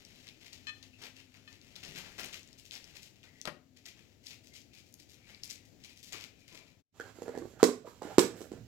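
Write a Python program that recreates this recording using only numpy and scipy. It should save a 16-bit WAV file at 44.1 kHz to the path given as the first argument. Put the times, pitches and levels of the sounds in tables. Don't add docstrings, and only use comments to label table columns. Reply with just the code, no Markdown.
import sys
import numpy as np
from scipy import signal
from scipy.fft import rfft, irfft
from scipy.io import wavfile

SR = 44100
rng = np.random.default_rng(int(sys.argv[2]) if len(sys.argv) > 2 else 0)


def int16_out(signal):
    q = np.round(np.clip(np.atleast_2d(signal).T, -1, 1) * 32767)
    wavfile.write(sys.argv[1], SR, q.astype(np.int16))


N = 382585
TIME = np.arange(N) / SR

# t/s, level/dB
RUSTLE_LEVEL = [(0.0, -60.5), (0.34, -66), (0.8, -67), (.91, -72.5), (1.1, -67), (1.3, -69.5),
                (1.42, -67.5), (1.7, -65), (1.93, -57), (2.0, -56), (2.18, -59), (2.46, -64.5), (2.68, -72),
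                (2.88, -59.5), (3.04, -64), (3.14, -71), (3.37, -69.5), (3.69, -95.5), (4.05, -71),
                (4.5, -77), (4.93, -79), (5.1, -71.5), (5.3, -61), (5.42, -68.5), (5.54, -61), (5.75, -92),
                (6.06, -71), (6.63, -69.5), (6.8, -86.5)]
# t/s, level/dB, hold/s, dryness (0 = limp dough, 1 = brittle crust)
BREAD_RIPS = [(0.137, -68.5, 0.106, 0.62), (0.266, -54.5, 0.0034, 0.43), (0.405, -60.5, 0.059, 0.342),
              (0.523, -54.5, 0.0105, 0.54), (0.827, -58, 0.0061, 0.42), (.985, -59.5, 0.0206, 0.274),
              (1.014, -50.5, 0.037, 0.242), (1.158, -60.5, 0.0437, 0.375), (1.338, -62.5, 0.0263, 0.202),
              (1.479, -63, 0.042, 0.303), (1.756, -53.5, 0.0083, 0.36), (1.827, -53, 0.0223, 0.196),
              (1.954, -50, 0.0355, 0.185), (1.969, -58, 0.031, 1), (2.03, -57.5, 0.047, 0.06),
              (2.18, -45, 0.0102, 0.09), (2.185, -55, 0.073, 1), (2.228, -49.5, 0.00927, 0.109),
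              (2.278, -54.5, 0.0105, 0.223), (2.322, -49.5, 0.0296, 0.4), (2.578, -59, 0.016, 1),
              (2.646, -61.5, 0.011, 1), (2.717, -48.5, 0.0422, 0.5), (2.951, -52, 0.0042, 0.466),
              (3.018, -59, 0.039, 0.96), (3.232, -63.5, 0.0185, 0.099), (3.759, -64.5, 0.012, 0.43),
              (3.852, -52, 0.0225, 0.51), (3.961, -67.5, 0.0386, 0.162), (4.231, -63.5, 0.03, 0.87),
              (4.26, -53.5, 0.021, 0.86), (4.299, -53, 0.0155, 0.438), (4.432, -67.5, 0.0444, 0.89),
              (4.532, -55, 0.0377, 0.76), (4.729, -62, 0.069, 0.585), (4.859, -67, 0.0186, 0.94),
              (4.982, -60.5, 0.0173, 0.85), (5.088, -63, 0.037, 0.99), (5.285, -62, 0.012, 0.1),
              (5.43, -52, 0.0073, 1), (5.492, -47, 0.0109, 1), (5.649, -66.5, 0.0064, 1),
              (5.798, -68, 0.0185, 0.45), (5.834, -55, 0.0233, 0.626), (5.89, -57.5, 0.0122, 0.53),
              (5.957, -63.5, 0.029, 0.88), (6.026, -59, 0.04, 0.97), (6.072, -59, 0.016, 0.89),
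              (6.119, -47.5, 0.023, 0.261), (6.149, -55, 0.0922, 0.336), (6.388, -69.5, 0.0176, 0.65),
              (6.476, -60.5, 0.109, 0.49), (6.662, -67.5, 0.021, 0.45)]
# f/Hz, density/dB
CRUST_SPECTRUM = [(250, -8.5), (700, -16), (1100, -20), (1500, -16.5), (2000, -2.5), (2600, 0), (3200, -2),
                  (5000, -1.5), (7300, -4.5), (8800, -14), (12500, -9.5), (16000, -16)]
DOUGH_SPECTRUM = [(80, -24), (280, -4), (750, -2), (1050, -6.5), (1600, 0), (2500, -4), (5000, -9.5),
                  (16000, -47)]
# t/s, level/dB, hold/s, start f/Hz, end f/Hz
SOFT_RASPS = [(0.274, -54.5, 0.0197, 2707, 2508), (0.928, -60, 0.029, 2725, 2644),
              (1.03, -55, .035, 2700, 2405), (1.163, -57, 0.0456, 2800, 2500),
              (3.231, -63.5, 0.194, 2060, 1969), (3.86, -65.5, 0.0537, 2800, 2538),
              (4.275, -61.5, 0.058, 2925, 2621), (4.505, -63, .08, 2000, 2325),
              (4.708, -64.5, 0.0637, 2593, 2252), (5.212, -65, 0.0594, 2350, 2285),
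              (5.287, -61.5, 0.066, 2050, 2337), (5.457, -71.5, 0.096, 2297, 2202),
              (5.554, -63, 0.0199, 2254, 2000), (5.601, -73, 0.062, 2050, 1950),
              (5.845, -65, 0.0716, 2879, 2500), (6.316, -70.5, 0.157, 2450, 2403),
              (6.48, -63.5, 0.146, 2453, 2340), (6.669, -61.5, 0.0324, 2555, 2268)]
# t/s, level/dB, resonance f/Hz
FLAKE_BREAKS = [(0.05, -23, 5160), (0.2792, -21.5, 3660), (0.288, -19, 2980), (0.535, -26, 5100),
                (0.8273, -22, 4510), (1.0377, -17, 4000), (1.349, -29, 1900), (1.528, -27, 5200),
                (1.6147, -28, 4860), (1.756, -20.5, 4060), (1.761, -23, 3760), (1.8501, -18.5, 4900),
                (1.8583, -21.5, 4600), (1.95, -24.5, 3800), (2.071, -29, 4400), (2.181, -23, 6000),
                (2.1944, -17.5, 5000), (2.205, -21, 11000), (2.2336, -19, 5500), (2.246, -20, 11000),
                (2.26, -19.5, 8700), (2.283, -26.5, 4900), (2.329, -18.5, 4500), (2.394, -27.5, 5800),
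                (2.4314, -27.5, 7040), (2.4756, -28.5, 6000), (2.5297, -25.5, 6200), (2.585, -29, 5500),
                (2.71, -14.5, 4360), (2.733, -19.5, 5030), (2.753, -17, 5500), (2.842, -20.5, 5700),
                (2.953, -29, 4435), (3.231, -27.5, 3580), (3.4143, -12.5, 5290), (3.4543, -9, 4698),
                (3.474, -19.5, 5000), (3.856, -22, 5000), (3.862, -20, 5900), (4.269, -15, 5050),
                (4.617, -30, 5330), (4.926, -34, 8000), (4.9405, -21.5, 8800), (5.347, -21.5, 4380),
                (5.435, -10, 5430), (5.442, -20.5, 9500), (5.451, -23, 10500), (5.477, -23.5, 7500),
                (5.5034, -15, 6460), (5.509, -14, 6240), (5.558, -24, 5400), (5.8392, -24, 4360),
                (5.845, -28.5, 4670), (6.124, -15.5, 5280), (6.1302, -12.5, 6560), (6.201, -26.5, 4700)]
# t/s, level/dB, tilt/(dB per octave)
PLATE_NUDGES = [(0.6687, -34.5, 1), (0.6766, -41.5, -6.5), (0.6833, -37, -0.5), (.692, -34.5, -5.5),
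                (1.476, -45, -5), (1.527, -58, -6)]
# f/Hz, level/dB, T60/s
PLATE_MODES = [(1222, -16, .07), (1793, -5.5, .16), (2557, -1, .085), (2840, -14, .06), (3052, 0, .06),
               (3429, -7, .07), (4172, 0, .05), (4974, -17, .08), (5475, -14, .06), (6207, -15, .06),
               (7488, -19, .08)]
# t/s, level/dB, T60/s, tilt/(dB per octave)
LANDINGS = [(3.452, -35, 0.085, 3.5), (3.472, -27, 0.079, 2), (6.138, -43, .16, 2),
            (6.519, -53.5, 0.656, -1)]
# f/Hz, density/dB
BOX_SPECTRUM = [(100, -2.5), (200, 1), (360, 6.5), (460, 3), (600, 3.5), (800, -4), (1000, 1.5),
                (1130, -3.5), (1310, 0), (1520, -6.5), (1900, -2.5), (3000, -12), (6600, -23.5),
                (8500, -33.5), (12000, -31.5), (16000, -45.5)]

# t/s, level/dB, panel f/Hz, hardness (0 to 1), T60 factor (1 = free of the palm)
LID_IMPACTS = [(6.999, -35.5, 452.8, 0.95, 1), (7.186, -42, 367, .1, 1), (7.2197, -29.5, 470, 0.55, 0.67),
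               (7.28, -28, 511, 0.33, 1), (7.351, -28.5, 505, 0.19, 0.82),
               (7.375, -25.5, 429.5, 0.495, 0.52), (7.421, -33.5, 330, .1, 1),
               (7.629, -4, 425, 0.844, 0.985), (7.875, -37.5, 453, 0.3, 0.71),
               (8.0206, -29, 500, 0.63, 0.49), (8.05, -33.5, 291.4, 0.15, 1),
               (8.182, -3.5, 350, 0.945, 0.753), (8.406, -37.5, 395, 0.87, 0.78),
               (8.415, -35, 371, 0.78, 0.82), (8.517, -31, 326.8, 0.445, 0.88), (8.536, -38, 362, .2, 0.7),
               (8.566, -44.5, 308, .05, 0.9)]
# f/Hz, level/dB, T60/s
PANEL_MODES = [(310, -13.5, 0.0227), (365, -10.5, 0.0348), (436, -2.5, 0.0474), (673, -29.5, 0.04),
               (930, -25, 0.03), (1230, -25, 0.022), (1450, -23, 0.022), (1930, -28.5, 0.0088)]
# f/Hz, level/dB, T60/s
CAVITY_MODES = [(195.3, -30, 0.327), (258.44, -24.5, 0.26), (312, -24, 0.16), (367.7, -22, 0.172),
                (409.1, -24.5, 0.24), (429.2, -26.5, 0.29), (478.8, -23.5, 0.28)]
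PANEL_HZ, CAVITY_TUNING = 430, 0.974
# f/Hz, level/dB, T60/s
TABLE_MODES = [(84, -39, 0.044), (116, -35, 0.08)]
# f/Hz, density/dB
EDGE_SPECTRUM = [(300, -12.5), (1000, 12), (1400, 10.5), (1900, 6), (3000, 1.5), (5000, 5.5), (6200, 4.5),
                 (7900, 8), (9000, -5), (12000, -2), (16000, -15.5)]
# t/s, level/dB, hold/s, start f/Hz, end f/Hz, jitter (share of f)
SQUEAKS = [(6.997, -44, 0.0064, 1556, 1487, 0.084), (7.253, -46, 0.021, 469.6, 426, 0.062),
           (7.281, -37, 0.0124, 519.8, 460, 0.063), (7.335, -37.5, 0.0025, 637, 608, 0.118),
           (7.35, -45, 0.0084, 535, 470, 0.15), (7.409, -48.5, 0.02, 369.7, 340.5, 0.07),
           (7.447, -41.5, 0.0049, 414.4, 379, 0.055), (7.596, -48, 0.0134, 1020, 1100, .25),
           (7.598, -42, 0.0065, 1566, 1400, 0.113), (7.844, -49.5, 0.016, 516, 649, 0.174),
           (7.866, -51.5, 0.0112, 1193, 1111, 0.172), (8.014, -43.5, .006, 703, 805, 0.15),
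           (8.03, -51.5, 0.0425, 819.7, 813, 0.055), (8.083, -46.5, 0.033, 412, 718, 0.126),
           (8.108, -54, 0.0226, 787, 835, 0.074)]
# t/s, level/dB, hold/s
LID_SLIDES = [(7.021, -59, 0.0695), (7.147, -61.5, 0.0536), (7.246, -57, 0.161), (7.528, -62.5, 0.0495),
              (8.029, -52, 0.091), (8.298, -58.5, 0.153), (8.527, -61, 0.0467)]
# t/s, level/dB, hold/s, tilt/(dB per octave)
FINGER_STROKES = [(6.938, -65, 0.028, -1), (6.99, -62.5, 0.0974, -1), (7.141, -66, 0.114, 1.5),
                  (7.272, -64.5, 0.137, -2.5), (7.43, -68, 0.084, 1.5), (7.588, -55, 0.019, -1),
                  (7.851, -63.5, 0.0374, 1), (7.94, -69, 0.029, 0.5), (8.013, -59.5, 0.1374, -0.5),
                  (8.354, -62, 0.061, 4.5), (8.513, -65.5, .02, -1)]
# t/s, level/dB, hold/s
PALM_PRESSES = [(7.27, -65.5, 0.092), (7.39, -58, 0.072), (7.5, -64, 0.106), (8.03, -61.5, 0.12),
                (8.298, -62, 0.106), (8.528, -53, 0.0746)]
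# f/Hz, density/dB
JUDDER_SPECTRUM = [(90, -14), (250, 5), (480, 6.5), (800, 1.5), (1050, -20.5), (1450, -3), (2200, -10.5),
                   (5000, -32.5)]
SWISH_SPECTRUM = [(150, -11.5), (900, 11), (2000, 3), (3500, 1), (6000, -1.5), (7500, 3.5), (8800, -12),
                  (12500, -4), (16000, -20)]
RUMBLE_SPECTRUM = [(30, -21), (70, -10), (115, 0), (160, -6.5), (260, -15.5), (600, -39.5), (2000, -70.5)]

# f/Hz, density/dB
AIR_SPECTRUM = [(25, -23), (50, -7), (105, 2.5), (170, -5), (270, -3), (400, -11), (700, -18), (1100, -33),
                (1600, -28.5), (2400, -26.5), (4000, -29), (7300, -30), (9000, -45.5), (13000, -39),
                (16000, -40.5)]
# f/Hz, level/dB
DRONE_PARTIALS = [(98, -71.5), (261, -67.5)]
# f/Hz, T60/s
REVERB_TIMES = [(100, 0.648), (400, 0.3155), (1200, 0.319), (4000, 0.313), (8000, 0.2515), (16000, 0.219)]
# t/s, gain
OVERALL_GAIN = [(6.80, 0.323), (6.825, 0.0044), (6.92, 0.0122), (6.99, 0.953)]
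BREAD_END_S = OVERALL_GAIN[2][0]
BREAD_POSES_S, LID_POSES_S = [0, 3.2, 6.9], [6.9, 7.95, 8.7]


def bread():
    swell, t60, strain_s = 0.00433, 0.1617, 0.06
    rustle_db = in_time(RUSTLE_LEVEL)
    coarse = from_db(rustle_db + 2 + 4 * drift(25)) * grains(N, per_s=900, spread_db=3)
    fibres = from_db(rustle_db - 4.5 + 2 * drift(34)) * grains(N, per_s=270, spread_db=0)
    dough = from_db(rustle_db - 7.5) * grains(N, per_s=2000, spread_db=9)
    crust = coloured(coarse, CRUST_SPECTRUM, tilt_db=-3)
    for s, db, hold, dryness in BREAD_RIPS:
        hz = 2144 * (7130 / 2144) ** dryness
        cracks = burst(swell, t60, per_s=1500, spread_db=3.7, hold=hold)
        cracks *= from_db(4.5 * drift(220, len(cracks)))
        cracks += passed(cracks, [hz / 2.49, hz * 1.613], "band")
        add(crust, s, from_db(db) * coloured(cracks, CRUST_SPECTRUM, between(-1.72, 0.5, dryness)))
        strain = burst(strain_s, t60=0.00433, per_s=1100, spread_db=0)
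        add(fibres, s - strain_s, from_db(db - 11) * strain)
        stretch = burst(swell, t60, per_s=2000, spread_db=0, hold=hold)
        add(dough, s, from_db(db + between(6, -24.5, dryness)) * stretch)
    out = crust + coloured(fibres, CRUST_SPECTRUM, tilt_db=-3.5) + coloured(dough, DOUGH_SPECTRUM)
    return (out + soft_rasps()) * (TIME < BREAD_END_S)


def flakes():
    out = np.zeros(N)
    for s, db, hz in FLAKE_BREAKS:
        snap = resonant(burst(swell=.00015, t60=.005, per_s=30000, spread_db=2), hz, width=0.45)
        snap = passed(snap, 0.59 * hz, "high", order=2)
        tick = coloured(snap, CRUST_SPECTRUM, tilt_db=0.5)
        add(out, s, from_db(db) * unit_energy(tick))
    return out


def lid_impacts():
    out = np.zeros(N)
    flex_s = 0.000885
    bowing = np.minimum(TIME[:SR // 2] / flex_s, 1)
    for s, db, hz, hardness, ring in LID_IMPACTS:
        tilt_db = between(6, -3, hardness)
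        panel = struck(PANEL_MODES, hz / PANEL_HZ, tilt_db, pivot_hz=378, uneven_db=0.5, ring=ring)
        cavity = struck(CAVITY_MODES, CAVITY_TUNING, uneven_db=1.5)
        thump = passed((panel + cavity) * bowing, 186, "high", order=3)
        thump = passed(thump, [545, 631], "bandstop")
        thud = from_db(-21 * np.log2(hz / PANEL_HZ)) * struck(TABLE_MODES)
        seating = burst(flex_s, t60=0.036, per_s=9000, spread_db=1.5)
        edge = 2.732 * dispersed(click()) + from_db(-1) * unit_energy(seating)
        edge_db = db + between(-20.5, -1.5, hardness)
        add(out, s, from_db(db) * (thump + thud))
        add(out, s + flex_s / 2, from_db(edge_db) * coloured(edge, EDGE_SPECTRUM))
    return out


def dispersed(x):
    centres_hz, width_hz = np.linspace(900, 15500, 22), 600
    r = np.exp(-np.pi * width_hz / SR)
    angles = 2 * np.pi * (centres_hz + width_hz * rng.uniform(-1.132, 1, len(centres_hz))) / SR
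    return signal.sosfilt([[r * r, b, 1, 1, b, r * r] for b in -2 * r * np.cos(angles)], x + 1e-18)


def lid_squeaks():
    out, t = np.zeros(N), TIME[:SR // 4]
    swell, t60 = 0.00303, 0.0325
    for s, db, hold, start_hz, end_hz, jitter in SQUEAKS:
        hz = np.interp(t, [0, swell + hold], [start_hz, end_hz]) * (1 + jitter * drift(420, len(t)))
        phase = 2 * np.pi * np.cumsum(hz) / SR
        tone = np.sin(phase) + from_db(-20) * np.sin(2 * phase)
        rough_db = db - 1.5 + 5 * drift(357, len(t))
        add(out, s, from_db(rough_db) * swell_and_decay(t, swell, hold, t60) * tone)
    return out


def lid_friction():
    slips, swish, load = np.zeros((3, N))
    for s, db, hold in LID_SLIDES:
        add(slips, s, from_db(db) * burst(swell=0.0059, t60=0.086, per_s=650, spread_db=1, hold=hold))
    for s, db, hold, tilt_db in FINGER_STROKES:
        stroke = burst(swell=0.0071, t60=0.247, per_s=6000, spread_db=1.5, hold=hold)
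        add(swish, s, from_db(db) * coloured(stroke, SWISH_SPECTRUM, tilt_db))
    for s, db, hold in PALM_PRESSES:
        add(load, s, from_db(db) * burst(swell=.012, t60=.22, per_s=800, spread_db=1, hold=hold))
    return coloured(slips, JUDDER_SPECTRUM) + swish + coloured(load, RUMBLE_SPECTRUM)


def landings():
    out = np.zeros(N)
    for s, db, t60, tilt_db in LANDINGS:
        flop = burst(swell=0.0019, t60=t60, per_s=6300, spread_db=2.5)
        add(out, s, from_db(db) * coloured(flop, BOX_SPECTRUM, tilt_db))
    return out


def plate():
    out = np.zeros(N)
    contact = np.minimum(TIME[:SR // 2] / 0.000265, 1)
    for s, db, tilt_db in PLATE_NUDGES:
        held = struck(PLATE_MODES, tilt_db=tilt_db, pivot_hz=3000)
        rim = from_db(-22) * struck(PLATE_MODES, tilt_db=tilt_db, pivot_hz=3000, ring=3)
        scrape = burst(swell=.002, t60=.06, per_s=5000, spread_db=2.5)
        scuff = from_db(-5) * passed(scrape, [1500, 6000], "band", order=2)
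        add(out, s, from_db(db) * ((held + rim) * contact + scuff))
    return passed(out, 760, "high", order=2)


def soft_rasps():
    out, t = np.zeros(N), TIME[:SR // 2]
    swell = 0.00603
    for s, db, hold, start_hz, end_hz in SOFT_RASPS:
        noise = burst(swell, t60=0.056, per_s=2500, spread_db=0.5, hold=hold)
        hz = np.interp(t, [0, swell + hold], [start_hz, end_hz])
        width_hz = 0.11 * start_hz
        envelope = passed(noise, width_hz / 2, "low", order=2) * np.sqrt(2 * SR / width_hz)
        add(out, s, from_db(db) * envelope * np.sin(2 * np.pi * np.cumsum(hz) / SR))
    return passed(out, 1400, "high", order=2)


def kitchen(x, poses, left_db, **acoustics):
    out = np.zeros((2, N + SR))
    for start, end in zip(poses, poses[1:]):
        first, last = int(start * SR), int(end * SR)
        heard = signal.fftconvolve(x[None, first:last], room_response(**acoustics), axes=1)
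        out[:, first:first + heard.shape[1]] += heard
    return out[:, :N] * from_db([[left_db / 2], [-left_db / 2]])


def room_response(wet_db, bass_wet_db, echo_db, wall_db, left_lag_ms):
    t = TIME[:SR // 2]
    edges = np.geomspace(60, 18000, 9)
    white = rng.standard_normal((len(edges), 3, len(t)))
    onset = np.clip((t - .005) / 0.00044, 0, 1)
    tail = 0
    for noise, low, high in zip(white, edges, edges[1:]):
        hz = np.sqrt(low * high)
        shared = 1 / (1 + (hz / 700) ** 2)
        ears = np.sqrt(shared) * noise[2] + np.sqrt(1 - shared) * noise[:2]
        band = passed(ears, [low, high], "band", order=2)
        band *= onset * from_db(-60 * t / at_hz(REVERB_TIMES, hz))
        gain = np.sqrt(2 * (high - low) / SR) * from_db(wet_db + bass_wet_db * shared)
        tail += gain * unit_energy(band)
    near_s, near_t60, wall_s = .0085, 0.0248, 0.06
    scatter = rng.standard_normal((2, len(t))) * (t > near_s) * from_db(-60 * (t - near_s) / near_t60)
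    near = passed(unit_energy(scatter), [980, 9000], "band")
    far = passed(click(wall_s), 700, "low", order=2)
    direct = np.array([click(left_lag_ms / 1000), click()])
    return direct + from_db(echo_db) * near + from_db(wall_db) * far + tail


def room_tone():
    own = passed(rng.standard_normal((2, N)), 880, "high") + 0.903 * rng.standard_normal((2, N))
    shared = passed(rng.standard_normal(N), 830, "low")
    air = np.array([coloured(shared + side, AIR_SPECTRUM, tilt_db=0.97) for side in own])
    air *= from_db(-59.5 + 1.5 * drift(4))
    drone = 0
    for hz, db in DRONE_PARTIALS:
        phase = 2 * np.pi * hz * TIME + 2.59 * drift(11)
        drone += from_db(db) * np.sin(phase) * (1 + 1.45 * drift(2.708))
    left_db = np.where(TIME < BREAD_END_S, 9.5, -7)
    level_db = np.where(TIME < BREAD_END_S, 0, -4.5)
    return (air + drone) * from_db([level_db + left_db / 2, level_db - left_db / 2])


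def struck(modes, pitch=1, tilt_db=0, pivot_hz=1000, uneven_db=1, ring=1):
    t = TIME[:SR // 2]
    hz, level_db, t60 = np.array(modes).T[:, :, None]
    level_db = level_db + tilt_db * np.log2(hz / pivot_hz) + uneven_db * rng.standard_normal(hz.shape)
    return np.sum(from_db(level_db - 60 * t / (t60 * ring)) * np.sin(2 * np.pi * hz * pitch * t), axis=0)


def grains(count, per_s, spread_db):
    sizes = from_db(spread_db * np.minimum(rng.exponential(1, count), 4)) * rng.choice([-1, 1], count)
    clicks = sizes * (rng.random(count) < per_s / SR)
    return clicks / np.sqrt(np.mean(clicks ** 2) + 1e-20)


def burst(swell, t60, per_s, spread_db, hold=0):
    t = TIME[:SR // 2]
    return grains(len(t), per_s, spread_db) * swell_and_decay(t, swell, hold, t60)


def swell_and_decay(t, swell, hold, t60):
    return np.minimum(t / swell, 1) * from_db(-60 * np.maximum(t - swell - hold, 0) / t60)


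def drift(rate, count=N):
    knots = rng.standard_normal(4000)
    return np.interp(TIME[:count] * rate, np.arange(len(knots)), knots)


def coloured(x, spectrum, tilt_db=0, size=4096):
    hz = np.maximum(np.fft.rfftfreq(size, 1 / SR), 1)
    gain = from_db(at_hz(spectrum, hz) + tilt_db * np.log2(np.maximum(hz, 200)))
    cepstrum = irfft(np.log(gain))
    kernel = irfft(np.exp(rfft(2 * cepstrum[:size // 2], size)))
    return signal.oaconvolve(x, unit_energy(kernel))[:len(x)]


def resonant(x, hz, width):
    return passed(x, [hz * (1 - width / 2), hz * (1 + width / 2)], "band") * np.sqrt(SR / 2 / (hz * width))


def passed(x, hz, kind, order=1):
    return signal.sosfilt(signal.butter(order, hz, kind, fs=SR, output="sos"), x)


def click(delay_s=0):
    return signal.unit_impulse(SR // 2, int(delay_s * SR))


def unit_energy(x):
    return x / np.linalg.norm(x, axis=-1, keepdims=True)


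def from_db(db):
    return 10 ** (np.asarray(db) / 20)


def between(low, high, share):
    return low + (high - low) * share


def in_time(points):
    return np.interp(TIME, *np.transpose(points))


def at_hz(points, hz):
    points = np.array(points)
    return np.interp(np.log(hz), np.log(points[:, 0]), points[:, 1])


def add(out, s, sound):
    i = int(s * SR)
    out[i:i + len(sound)] += sound[:N - i]


def scene():
    hands = sum(kitchen(bread(), BREAD_POSES_S, left_db=11.5, wet_db=-4.5, bass_wet_db=6.5,
                        echo_db=-25.5, wall_db=-27, left_lag_ms=lag) for lag in (.12, .18))
    contacts = kitchen(flakes() + plate() + landings(), BREAD_POSES_S, left_db=15,
                       wet_db=-9.5, bass_wet_db=6.5, echo_db=-10.5, wall_db=-21, left_lag_ms=.14)
    lid = kitchen(lid_impacts() + lid_squeaks() + lid_friction(), LID_POSES_S, left_db=-8.5,
                  wet_db=-0.5, bass_wet_db=-14, echo_db=-2, wall_db=-17.5, left_lag_ms=.05)
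    return (hands + contacts + lid + room_tone()) * in_time(OVERALL_GAIN)


def record(dry):
    ceiling, cutoff_hz = .95, 16100
    low_pass = signal.cheby1(12, .3, cutoff_hz, fs=SR, output="sos")
    return signal.sosfilt(low_pass, ceiling * np.tanh(dry / ceiling))


dry = scene()
out = record(dry)
int16_out(out)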